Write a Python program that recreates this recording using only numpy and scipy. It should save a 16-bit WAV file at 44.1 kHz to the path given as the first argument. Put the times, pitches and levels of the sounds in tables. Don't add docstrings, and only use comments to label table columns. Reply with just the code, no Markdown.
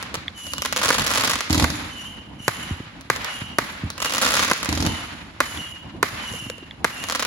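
import sys
import numpy as np
from scipy import signal
from scipy.fft import rfft, irfft, next_fast_len
from scipy.io import wavfile
from scipy.ndimage import uniform_filter1d, minimum_filter1d

SR = 44100
rng = np.random.default_rng(int(sys.argv[2]) if len(sys.argv) > 2 else 0)


def int16_out(signal):
    q = np.round(np.clip(np.atleast_2d(signal).T, -1, 1) * 32767)
    wavfile.write(sys.argv[1], SR, q.astype(np.int16))


N = 320254
TIME = np.arange(N) / SR

# start_s, thump_level_db, muzzle_crack_level_db
LIFT_CHARGES = [(1.5063, -9, -10.5), (1.5292, -14, -6), (1.555, -14.5, -13), (1.5788, -11.5, -8.5),
                (1.5981, -15, -6), (1.6246, -11, -9.5), (1.682, -38, -35), (1.702, -18, -14.5),
                (4.691, -14, -11.5), (4.727, -15, -12), (4.752, -23, -16), (4.7754, -19, -13.5),
                (4.804, -14, -14), (4.825, -18.5, -12.5), (4.851, -16, -16), (4.873, -16.5, -18)]
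# start_s, level_db, ground_echo_lag_ms, ground_echo_db, tree_echo_db, late_wash_db
SHELL_BURSTS = [(0.9046, -2, 4.1, -1.5, -7, -29), (1.643, -2, 3.29, -5.5, -9, -56),
                (2.4801, 2.5, 2.7, -21, -12, -31), (3.1006, -2, 2.52, -5, -4, -28),
                (3.5854, 0, 3.26, -3, -7, -32.5), (4.5134, -0.5, 3.86, -0.5, -24, -31),
                (5.4041, 1.5, 3.55, 0.5, -7, -34.5), (6.0286, 0.5, 2.8, -4, -6, -29.5),
                (6.8449, 0, 4.2, -1.5, -7.5, -32.5)]
# start_s, build_up_s, hold_s, level_db
CRACKLE_CLOUDS = [(0.757, 0.066, 0.5, -26), (3.987, 0.1, 0.075, -38.5), (4.197, 0.028, 0.29, -25.5),
                  (7.052, 0.25, .1, -37)]
# start_s, length_s, first_pitch_hz, last_pitch_hz, whistle_level_db, roughness (0 to 1), fizz_level_db
WHISTLING_STARS = [(0.342, .22, 3020, 2830, -39.5, 0.2, -38), (0.465, 0.055, 2900, 2840, -39.5, 0.3, -53),
                   (0.55, 0.089, 2890, 2940, -39, .4, -42), (0.58, 0.11, 3090, 3080, -47, 0.5, -56),
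                   (1.899, 0.21, 3050, 2837, -40.5, 0.53, -44), (2.04, 0.067, 3020, 3130, -40.5, 0.42, -82),
                   (2.1, 0.13, 3000, 2920, -46, 0.6, -79), (2.387, 0.1, 2980, 2920, -42, 0.76, -40),
                   (2.503, 0.26, 3090, 2880, -43.5, 0.9, -45.5), (3.035, .05, 3200, 4300, -61, 1, -60),
                   (3.226, .2, 2956, 2864, -38, 0.34, -41), (3.355, 0.087, 3300, 3150, -45, .2, -64),
                   (3.387, 0.17, 2970, 2870, -42, 0.86, -56), (3.963, 0.21, 2890, 2810, -37.5, 0.8, -38),
                   (4.832, 0.2, 3070, 2880, -40.5, .5, -43), (5.419, 0.17, 3050, 2930, -41.5, 0.37, -39),
                   (5.556, 0.158, 2940, 2850, -36.5, 0.37, -46.5), (5.63, 0.1, 3290, 3210, -52, 0.4, -69),
                   (5.68, .12, 2910, 2900, -46, .3, -75), (6.17, 0.31, 3080, 2705, -38, 0.3, -39),
                   (6.31, 0.19, 3060, 2923, -43, 0.45, -44.5), (6.42, 0.12, 2903, 2770, -47, .6, -64),
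                   (6.898, 0.14, 2950, 2605, -41.5, 0.47, -41), (6.99, 0.11, 2854, 2840, -39, 0.34, -44.5)]
# frequency_hz, level_db (per Hz)
SHARP_SPECTRUM = [(100, 13), (1000, 9), (3000, 7.5), (4200, 9.5), (7000, 6.5), (8500, -5), (11000, 1),
                  (16000, -18)]
# frequency_hz, level_db (per Hz)
RUMBLE_SPECTRUM = [(20, -61), (45, -4.5), (75, 1.5), (130, -2.5), (200, -0.5), (290, -2), (420, -15.5),
                   (1000, -13.5), (4000, -101)]


def from_db(db):
    return 10 ** (np.asarray(db) / 20)


def rms_one(x):
    return x / np.sqrt(np.mean(x ** 2) + 1e-20)


def lowpass(x, hz, order=1):
    return signal.sosfilt(signal.butter(order, hz, fs=SR, output="sos"), x)


def highpass(x, hz, order):
    return signal.sosfilt(signal.butter(order, hz, "high", fs=SR, output="sos"), x)


def smeared(x, hz, width_hz):
    r = np.exp(-np.pi * width_hz / SR)
    poles = [1, -2 * r * np.cos(2 * np.pi * hz / SR), r * r]
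    return signal.lfilter(poles[::-1], poles, x)


def on_bins(points, size):
    hz, value = np.transpose(points)
    bin_hz = np.arange(size // 2 + 1) * SR / size
    return np.interp(np.log(bin_hz + 1), np.log(hz), value)


def drift(rate, size=N):
    knots = rng.standard_normal(2048)
    return rms_one(np.interp(TIME[:size] * rate, np.arange(len(knots)), knots))


def pulse(spectrum, size=8192):
    cepstrum = irfft(np.log(from_db(on_bins(spectrum, size))))
    cepstrum[1:size // 2] *= 2
    cepstrum[size // 2 + 1:] = 0
    wave = irfft(np.exp(rfft(cepstrum)))
    return wave / np.abs(wave).max()


def through(x, response):
    return signal.fftconvolve(np.atleast_2d(x), np.atleast_2d(response), axes=1)[:, :x.shape[-1]]


def diffuse(spectrum, size=N):
    # frequency_hz, likeness (-1 to 1)
    likeness = [(60, 0.91), (150, 0.94), (300, 0.77), (640, 0.23), (1400, 0.16), (3100, -0.078),
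                (6800, 0.052), (15000, -0.26)]
    padded = next_fast_len(size // 2 + 1) * 2
    mid, side = rfft(rng.standard_normal((2, padded)))
    alike = np.clip(on_bins(likeness, padded), -1, 1)
    ears = np.sqrt(1 + alike) * mid + np.sqrt(1 - alike) * side * [[1], [-1]]
    coloured = ears * from_db(on_bins(spectrum, padded))
    return rms_one(irfft(coloured)[:, :size])


def clicks(times, gains, lead=0):
    out = np.zeros((2, N))
    for ear, at in zip(out, (times - lead / 2, times + lead / 2)):
        inside = at * SR < N - 1
        np.add.at(ear, np.round(at[inside] * SR).astype(int), gains[inside])
    return out


def scatter(times, gains, t60, count=60, width=.0003):
    delay = t60 / 2 * rng.random((len(times), count))
    spray = rng.standard_normal(delay.shape) * from_db(-60 * delay / t60)
    spray *= gains[:, None] / np.sqrt(np.sum(spray ** 2, axis=1, keepdims=True))
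    lead = width * rng.uniform(-1, 1, delay.size)
    return clicks((times[:, None] + delay).ravel(), spray.ravel(), lead)


def swells(s, db, attack, hold, fall_db_per_s):
    coarse = TIME[::64]
    age = coarse[:, None] - s
    fall_db = fall_db_per_s * np.maximum(age - attack - hold, 0)
    gain = np.clip(age / attack, 0, 1) * from_db(db - fall_db)
    return np.interp(TIME, coarse, np.sum(gain ** 2, axis=1))


def launches(rise=0.0035, lead=0.00022):
    # frequency_hz, level_db (per Hz)
    thump_spectrum = [(20, -67), (45, -41), (58, 0), (80, 7.5), (115, -7), (160, -4), (215, -5), (310, 3),
                      (420, -29), (1000, -16.5), (4000, -78)]
    s, thump_db, crack_db = np.transpose(LIFT_CHARGES)
    thumps = through(clicks(s - rise, from_db(thump_db), lead), pulse(thump_spectrum))
    muzzle = clicks(s, from_db(crack_db - 2.5), lead)
    spit = scatter(s, from_db(crack_db + 7.5), t60=0.0071)
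    gas = scatter(s, from_db(crack_db + 9), t60=0.07, count=400)
    return thumps + through(muzzle + spit + gas, pulse(SHARP_SPECTRUM))


def reports(low_cut_hz=120, body_lead=.00008, crack_lead=-0.00017, body_lag=0.00016):
    # frequency_hz, level_db (per Hz)
    blast_spectrum = [(30, -52), (120, -2), (350, -3.5), (750, -2), (1200, 1.5), (2000, -1), (3000, -15),
                      (6000, -25.5), (16000, -38)]
    edge_spectrum = [(100, -50), (1500, -16), (3500, 7.5), (7000, 3.5), (11000, 1.5), (16000, -12)]
    body_db, early_db, late_db = 4, -8, -14
    crack_db, crack_bounce_db, ragged_db = 7.5, -13, -6
    suction_s, suction_db, suction_cut_hz = 0.001797, -8, 640
    s, db, ground_ms, ground_db, echo_db, _ = np.transpose(SHELL_BURSTS)
    ground_s = ground_ms / 1000

    direct = clicks(s + body_lag, from_db(db), body_lead)
    bounce = clicks(s + body_lag + ground_s, from_db(db + ground_db), body_lead)
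    fronts = direct + lowpass(bounce, 7500)
    behind = np.roll(fronts, int(suction_s * SR), axis=1)
    rears = from_db(suction_db) * lowpass(behind, suction_cut_hz)
    early = scatter(s, from_db(db + early_db), t60=0.024, width=0.00019)
    late = scatter(s + 0.00311, from_db(db + late_db), t60=0.049)
    blast = from_db(body_db) * smeared(pulse(blast_spectrum), hz=1160, width_hz=4800)
    body = through(fronts + rears + early + late, blast)

    shreds = scatter(s, from_db(db + ragged_db), t60=0.013)
    needles = clicks(s, from_db(db + crack_db), crack_lead)
    needles += clicks(s + ground_s, from_db(db + crack_db + crack_bounce_db), crack_lead)
    crack = through(needles + shreds, pulse(edge_spectrum))

    towards_trees = clicks(s, from_db(db + echo_db))
    spread = through(towards_trees, pulse(blast_spectrum) + pulse(SHARP_SPECTRUM))
    answer = trees(spread, swell=0.00073, t60=0.44, treble_t60=0.63, split_hz=9400)
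    return highpass(body + crack + from_db(5) * answer, low_cut_hz, order=2)


def cracks(times, gains):
    # frequency_hz, level_db (per Hz)
    snap_spectrum = [(30, -42), (100, -35), (270, -0.5), (380, -10), (520, 2), (750, -5.5), (1100, 4.5),
                     (2500, -2), (4500, -2), (7200, -3), (8500, -12), (11000, -5.5), (13500, -20),
                     (16000, -14)]
    tone_db, tone_hz = 5, 2460
    bounce_s, bounce_db, bounce_cut_hz = .0043, -3, 3800
    lead = rng.normal(.00013, .00011, len(times))
    lag = bounce_s * (1 + 0.15 * rng.standard_normal(len(times)))
    brightness = from_db(tone_db * rng.uniform(-1.7, 1, len(times)))
    treble = clicks(times, gains * brightness, lead)
    snaps = treble + lowpass(clicks(times, gains, lead) - treble, tone_hz)
    bounce = lowpass(clicks(times + lag, gains * from_db(bounce_db), lead), bounce_cut_hz)
    fray = scatter(times, gains * from_db(-8), t60=.014, count=30)
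    return through(snaps + bounce + fray, pulse(snap_spectrum))


def stars(spread=.003, neighbour_db=-4):
    # start_s, level_db
    loud_stars = [(0.0272, -7.5), (0.1424, -5), (0.1536, -5.5), (0.468, -13.5), (0.5355, -6), (0.5826, -8),
                  (0.6208, -2), (0.6517, -2.5), (0.6595, -3.5), (0.7257, 0.5), (0.732, -9), (0.763, 0),
                  (0.771, -2), (0.777, -6), (0.788, -9), (0.798, -8), (0.816, -3), (0.8326, -1),
                  (0.848, -1), (0.8572, 1), (0.871, -5), (0.8889, 5), (0.948, 0), (0.982, -10),
                  (0.986, -3.5), (0.9956, -1.5), (1.048, -5), (1.067, -6.5), (1.0715, -3), (1.1053, -5),
                  (1.1119, -4), (1.1374, -2), (1.1661, -8), (1.1764, 3), (1.183, -0.5), (1.197, -9),
                  (1.2118, -9), (1.2189, -3), (1.2374, 0.5), (1.2495, -4), (1.26, -12), (1.278, 1),
                  (1.3, -4), (1.335, -0.5), (1.357, -3.5), (1.3898, -11), (1.407, -2), (1.499, -5.5),
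                  (1.546, 0.5), (3.0109, -22.5), (3.123, -27), (3.163, -8.5), (3.2463, -6.5),
                  (3.9028, -10.5), (3.9798, -11.5), (4.0026, -7), (4.0198, -4.5), (4.0244, -4),
                  (4.0275, -6), (4.0476, -6.5), (4.0483, -5), (4.0583, -0.5), (4.0642, -16), (4.0705, -10),
                  (4.0971, -5), (4.1062, -5.5), (4.1241, -6), (4.1375, -3), (4.1491, -1), (4.1598, -7.5),
                  (4.1692, -5), (4.1827, 2), (4.1905, -14), (4.2149, -0.5), (4.2212, -2.5), (4.2258, 2),
                  (4.2302, 3.5), (4.2476, -2), (4.251, 2.5), (4.263, 4.5), (4.2755, -4), (4.2776, -5),
                  (4.306, -1), (4.32, -2), (4.339, 2), (4.3688, 6), (4.3743, -7), (4.394, 4), (4.43, 2),
                  (4.439, -4), (4.4717, -21), (4.5779, -31), (4.608, -17), (4.6304, -6), (4.647, -9.5),
                  (4.658, -6.5), (4.8645, -1.5), (4.922, -14.5), (5.4272, -18), (7.0397, -9.5),
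                  (7.087, -6.5), (7.0988, -3), (7.1096, -6), (7.123, -3), (7.1499, -1), (7.1578, -4),
                  (7.1954, -2), (7.204, -6), (7.2261, 1.5), (7.2505, -5)]
    s, db = np.transpose(loud_stars)
    neighbours = s + spread * rng.uniform(-1, 1.5, len(s))
    return cracks(s, from_db(db)) + cracks(neighbours, from_db(db + neighbour_db))


def clouds():
    born = np.flatnonzero(rng.random(N) < 240 / SR) / SR
    crackle = cracks(born, from_db(9 * rng.uniform(-1, 1, len(born))))
    crackle /= np.sqrt(uniform_filter1d(np.mean(crackle ** 2, axis=0), size=3000) + 1e-4)
    s, build_up, hold, db = np.transpose(CRACKLE_CLOUDS)
    power = swells(s, db, build_up, hold, fall_db_per_s=255)
    clumps_db = 2 * drift(70)
    return from_db(1.5 + clumps_db) * np.sqrt(power) * crackle


def whistles(waver=0.0078, octave_db=-17, third_db=-29, rasp_db=-3, level_db=4):
    # frequency_hz, level_db (per Hz)
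    rasp_spectrum = [(1500, -61), (2620, -19), (2830, 17), (2950, -2), (3080, 12), (3350, -65), (5000, -57)]
    peak_share, rasp_share = 0.47, .5
    bounce_s, bounce_db, trees_db = .0043, -14, -11
    out = np.zeros((2, N))
    rasp = from_db(rasp_db) * diffuse(rasp_spectrum)
    for s, length, first_hz, last_hz, db, rough, _ in WHISTLING_STARS:
        start = int(s * SR)
        size = min(int(length * SR), N - start)
        rough = np.clip(rough, 0, 1)
        span, along = slice(start, start + size), TIME[:size] / length
        glide_hz = first_hz + (last_hz - first_hz) * along
        hz = glide_hz * (1 + 2 * waver * np.sqrt(rough) * drift(295, size))
        phase = 2 * np.pi * (np.cumsum(hz) / SR + rng.random((2, 1)) / 4)
        tone = np.sqrt(1 - rasp_share * rough) * np.sin(phase)
        core = tone + np.sqrt(rasp_share * rough) * rasp[:, span]
        patches = from_db(4 * drift(45, size))
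        flutter = from_db(2.5 * drift(60, size))
        harmonics = from_db(octave_db) * np.sin(2 * phase) + from_db(third_db) * np.sin(3 * phase)
        swell = np.interp(along, [0, peak_share, 1], [0, 1, 0]) ** .5
        out[:, span] += from_db(db + level_db) * swell * flutter * (core + patches * harmonics)
    out += from_db(bounce_db) * np.roll(out, int(bounce_s * SR), axis=1)
    return out + from_db(trees_db) * trees(out, swell=0.04, t60=0.88, treble_t60=0.15, split_hz=3900)


def fizz():
    # frequency_hz, level_db (per Hz)
    hiss_spectrum = [(500, -2), (2500, 9.5), (4200, 4.5), (5500, 4), (7300, 14), (8400, -25), (9800, 15),
                     (12000, 3.5), (13300, -19), (15000, 2), (16500, -47)]
    lift_s, thump_db, _ = np.transpose(LIFT_CHARGES)
    burst_s, burst_db, *_ = np.transpose(SHELL_BURSTS)
    star_s, length, *_, star_db = np.transpose(WHISTLING_STARS)
    star_fall_db_per_s = 132
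    comets = swells(lift_s, thump_db - 28, attack=0.0086, hold=0.04, fall_db_per_s=58)
    lit = swells(burst_s, burst_db - 46.5, attack=0.023, hold=.12, fall_db_per_s=81)
    flares = swells(star_s, star_db, 0.089, 0.38 * length, star_fall_db_per_s)
    opening = from_db(-45.5 - star_fall_db_per_s * TIME) ** 2
    still_air = from_db(-64.5) ** 2
    power = still_air + opening + comets + lit + flares + cloud_air(-13)
    grain_db = 2.0 * drift(190)
    return np.sqrt(power) * from_db(-1.5 + grain_db) * diffuse(hiss_spectrum)


def ticks():
    # start_s, level_db
    small_ticks = [(0.281, -11.5), (5.574, -20), (6.7102, -22)]
    # frequency_hz, level_db (per Hz)
    ring_spectrum = [(300, -45), (1200, -38), (1700, 1), (2150, 6.5), (2700, -23), (3400, 13), (3800, -1),
                     (4500, -15), (9000, -42)]
    s, db = np.transpose(small_ticks)
    return through(clicks(s, from_db(db)), pulse(ring_spectrum))


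def trees(x, swell, t60, treble_t60, split_hz, size=65536, patchy_db=2):
    # frequency_hz, level_db (per Hz)
    tree_spectrum = [(50, -6), (250, -6), (450, -4.5), (1000, -4), (2200, 5), (4000, 5), (8000, -3),
                     (16000, 7.5)]
    t = TIME[:size]
    noise = diffuse(tree_spectrum, size) * from_db(patchy_db * drift(85.0, size))
    low = lowpass(noise, split_hz, order=2) * from_db(-60 * t / t60)
    high = highpass(noise, split_hz, order=2) * from_db(-60 * t / treble_t60)
    echo = (low - high) * (1 - np.exp(-t / swell))
    return through(x.mean(axis=0), rms_one(echo) / np.sqrt(size))


def cloud_air(share_db):
    s, build_up, hold, db = np.transpose(CRACKLE_CLOUDS)
    return swells(s + 0.0039, db + share_db, build_up, hold, fall_db_per_s=70)


def wash():
    # frequency_hz, level_db (per Hz)
    wash_spectrum = [(100, -18), (350, -11.5), (550, -2.5), (1100, 3), (2000, 3), (2600, 0.5), (4000, -4.5),
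                     (8000, -22), (16000, -90)]
    lift_db, opening_db, floor_db = -38.5, -32.5, -47.5
    attack_s, hold_s, fall_db_per_s = 0.15, 0.0082, 49
    burst_s, *_, burst_db = np.transpose(SHELL_BURSTS)
    lift_s = np.transpose(LIFT_CHARGES)[0]
    echoes = swells(burst_s, burst_db, attack_s, hold_s, fall_db_per_s)
    echoes += swells(lift_s, lift_db, attack_s, hold_s, fall_db_per_s)
    opening = from_db(opening_db - fall_db_per_s * TIME) ** 2
    power = from_db(floor_db) ** 2 + opening + echoes + cloud_air(-9.5)
    lumps_db = 2 * drift(60)
    return np.sqrt(power) * from_db(-2.0 + lumps_db) * diffuse(wash_spectrum)


def pops():
    # start_s, level_db, pitch_hz
    dull_pops = [(0.142, -17.5, 494), (0.151, -16, 300), (2.803, -14, 303), (5.948, -17.5, 322),
                 (6.312, -31, 266), (6.337, -20.5, 500), (6.469, -30, 240), (6.499, -14.5, 507),
                 (6.581, -26.5, 486), (6.626, -17, 308)]
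    # frequency_hz, level_db (per Hz)
    pop_spectrum = [(100, -40), (500, -9), (1500, 3.5), (4500, -5), (7000, -8), (11000, -13), (16000, -25)]
    t60, edge_db = 0.021, 5.5
    t, out = TIME[:4096], np.zeros((2, N))
    for s, db, hz in dull_pops:
        ring = np.sin(2 * np.pi * hz * t) * from_db(-60 * t / t60) * (1 - np.exp(-t * hz))
        start = int(s * SR)
        out[:, start:start + len(t)] += from_db(db) * ring
    s, db, hz = np.transpose(dull_pops)
    edge = scatter(s, from_db(db + edge_db) * (hz / hz.max()) ** 8, t60=.012)
    return out + through(edge, pulse(pop_spectrum))


def booms():
    # start_s, thud_level_db, deep_swell_level_db
    far_booms = [(0.126, -44, -39), (0.172, -31, -37), (0.269, -51, -33), (0.588, -31, -28),
                 (0.857, -26, -50), (2.402, -29, -45), (2.709, -18.5, -17), (2.801, -25, -43),
                 (3.418, -21.5, -41.5), (3.836, -17.5, -18.5), (5.968, -30, -54), (6.315, -27.5, -47),
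                 (6.347, -34, -46), (6.423, -31, -38), (6.466, -26, -33)]
    # frequency_hz, level_db (per Hz)
    thud_spectrum = [(20, -34), (60, -9), (110, 0), (170, -6), (280, -10), (450, -26), (2000, -62),
                     (8000, -100)]
    deep_hz, deep_t60, deep_lag_s = 82.5, 0.12, 0.0034
    s, db, deep_db = np.transpose(far_booms)
    roll = scatter(s + .02, from_db(db - 10), t60=.25)
    thuds = through(clicks(s, from_db(db)) + roll, pulse(thud_spectrum))
    t = TIME[:SR // 2]
    deep = np.sin(2 * np.pi * deep_hz * t) * from_db(-60 * t / deep_t60)
    return thuds + through(clicks(s + deep_lag_s, from_db(deep_db)), deep)


def far_thuds(thuds_per_s=22, level_db=-37, spread_db=4):
    born = np.flatnonzero(rng.random(N) < thuds_per_s / SR) / SR
    gains = from_db(level_db + spread_db * rng.uniform(-0.94, 1, len(born)))
    return through(scatter(born, gains, t60=0.0598, count=8), pulse(RUMBLE_SPECTRUM))


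def rumble():
    floor_db, opening_db, roll_db, fall_db_per_s = -44, -39, -16.5, 76
    s, thump_db, _ = np.transpose(LIFT_CHARGES)
    rolls = swells(s, thump_db + roll_db, 0.021, 0, fall_db_per_s)
    opening = from_db(opening_db - fall_db_per_s * TIME) ** 2
    power = from_db(floor_db) ** 2 + opening + rolls + cloud_air(-14)
    return np.sqrt(power) * from_db(3.45 * drift(22)) * diffuse(RUMBLE_SPECTRUM)


def scene():
    near = launches() + stars() + clouds()
    echo = from_db(-5.0) * trees(near, swell=0.00063, t60=0.84, treble_t60=0.13, split_hz=7300)
    cake = near + echo + reports() + whistles() + fizz() + ticks()
    background = wash() + pops() + booms() + far_thuds() + rumble()
    return (cake + background) * from_db([[-.6], [.6]])


def record(dry):
    allowed = np.minimum(1, .8 / (np.abs(dry).max(axis=0) + 1e-9))
    gain = uniform_filter1d(minimum_filter1d(allowed, size=15), size=15)
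    heard = highpass(dry * gain, 34, order=3)
    cutoff_hz = 17000
    return signal.sosfilt(signal.cheby2(16, 80, cutoff_hz, fs=SR, output="sos"), heard)


dry = scene()
out = record(dry)
int16_out(out)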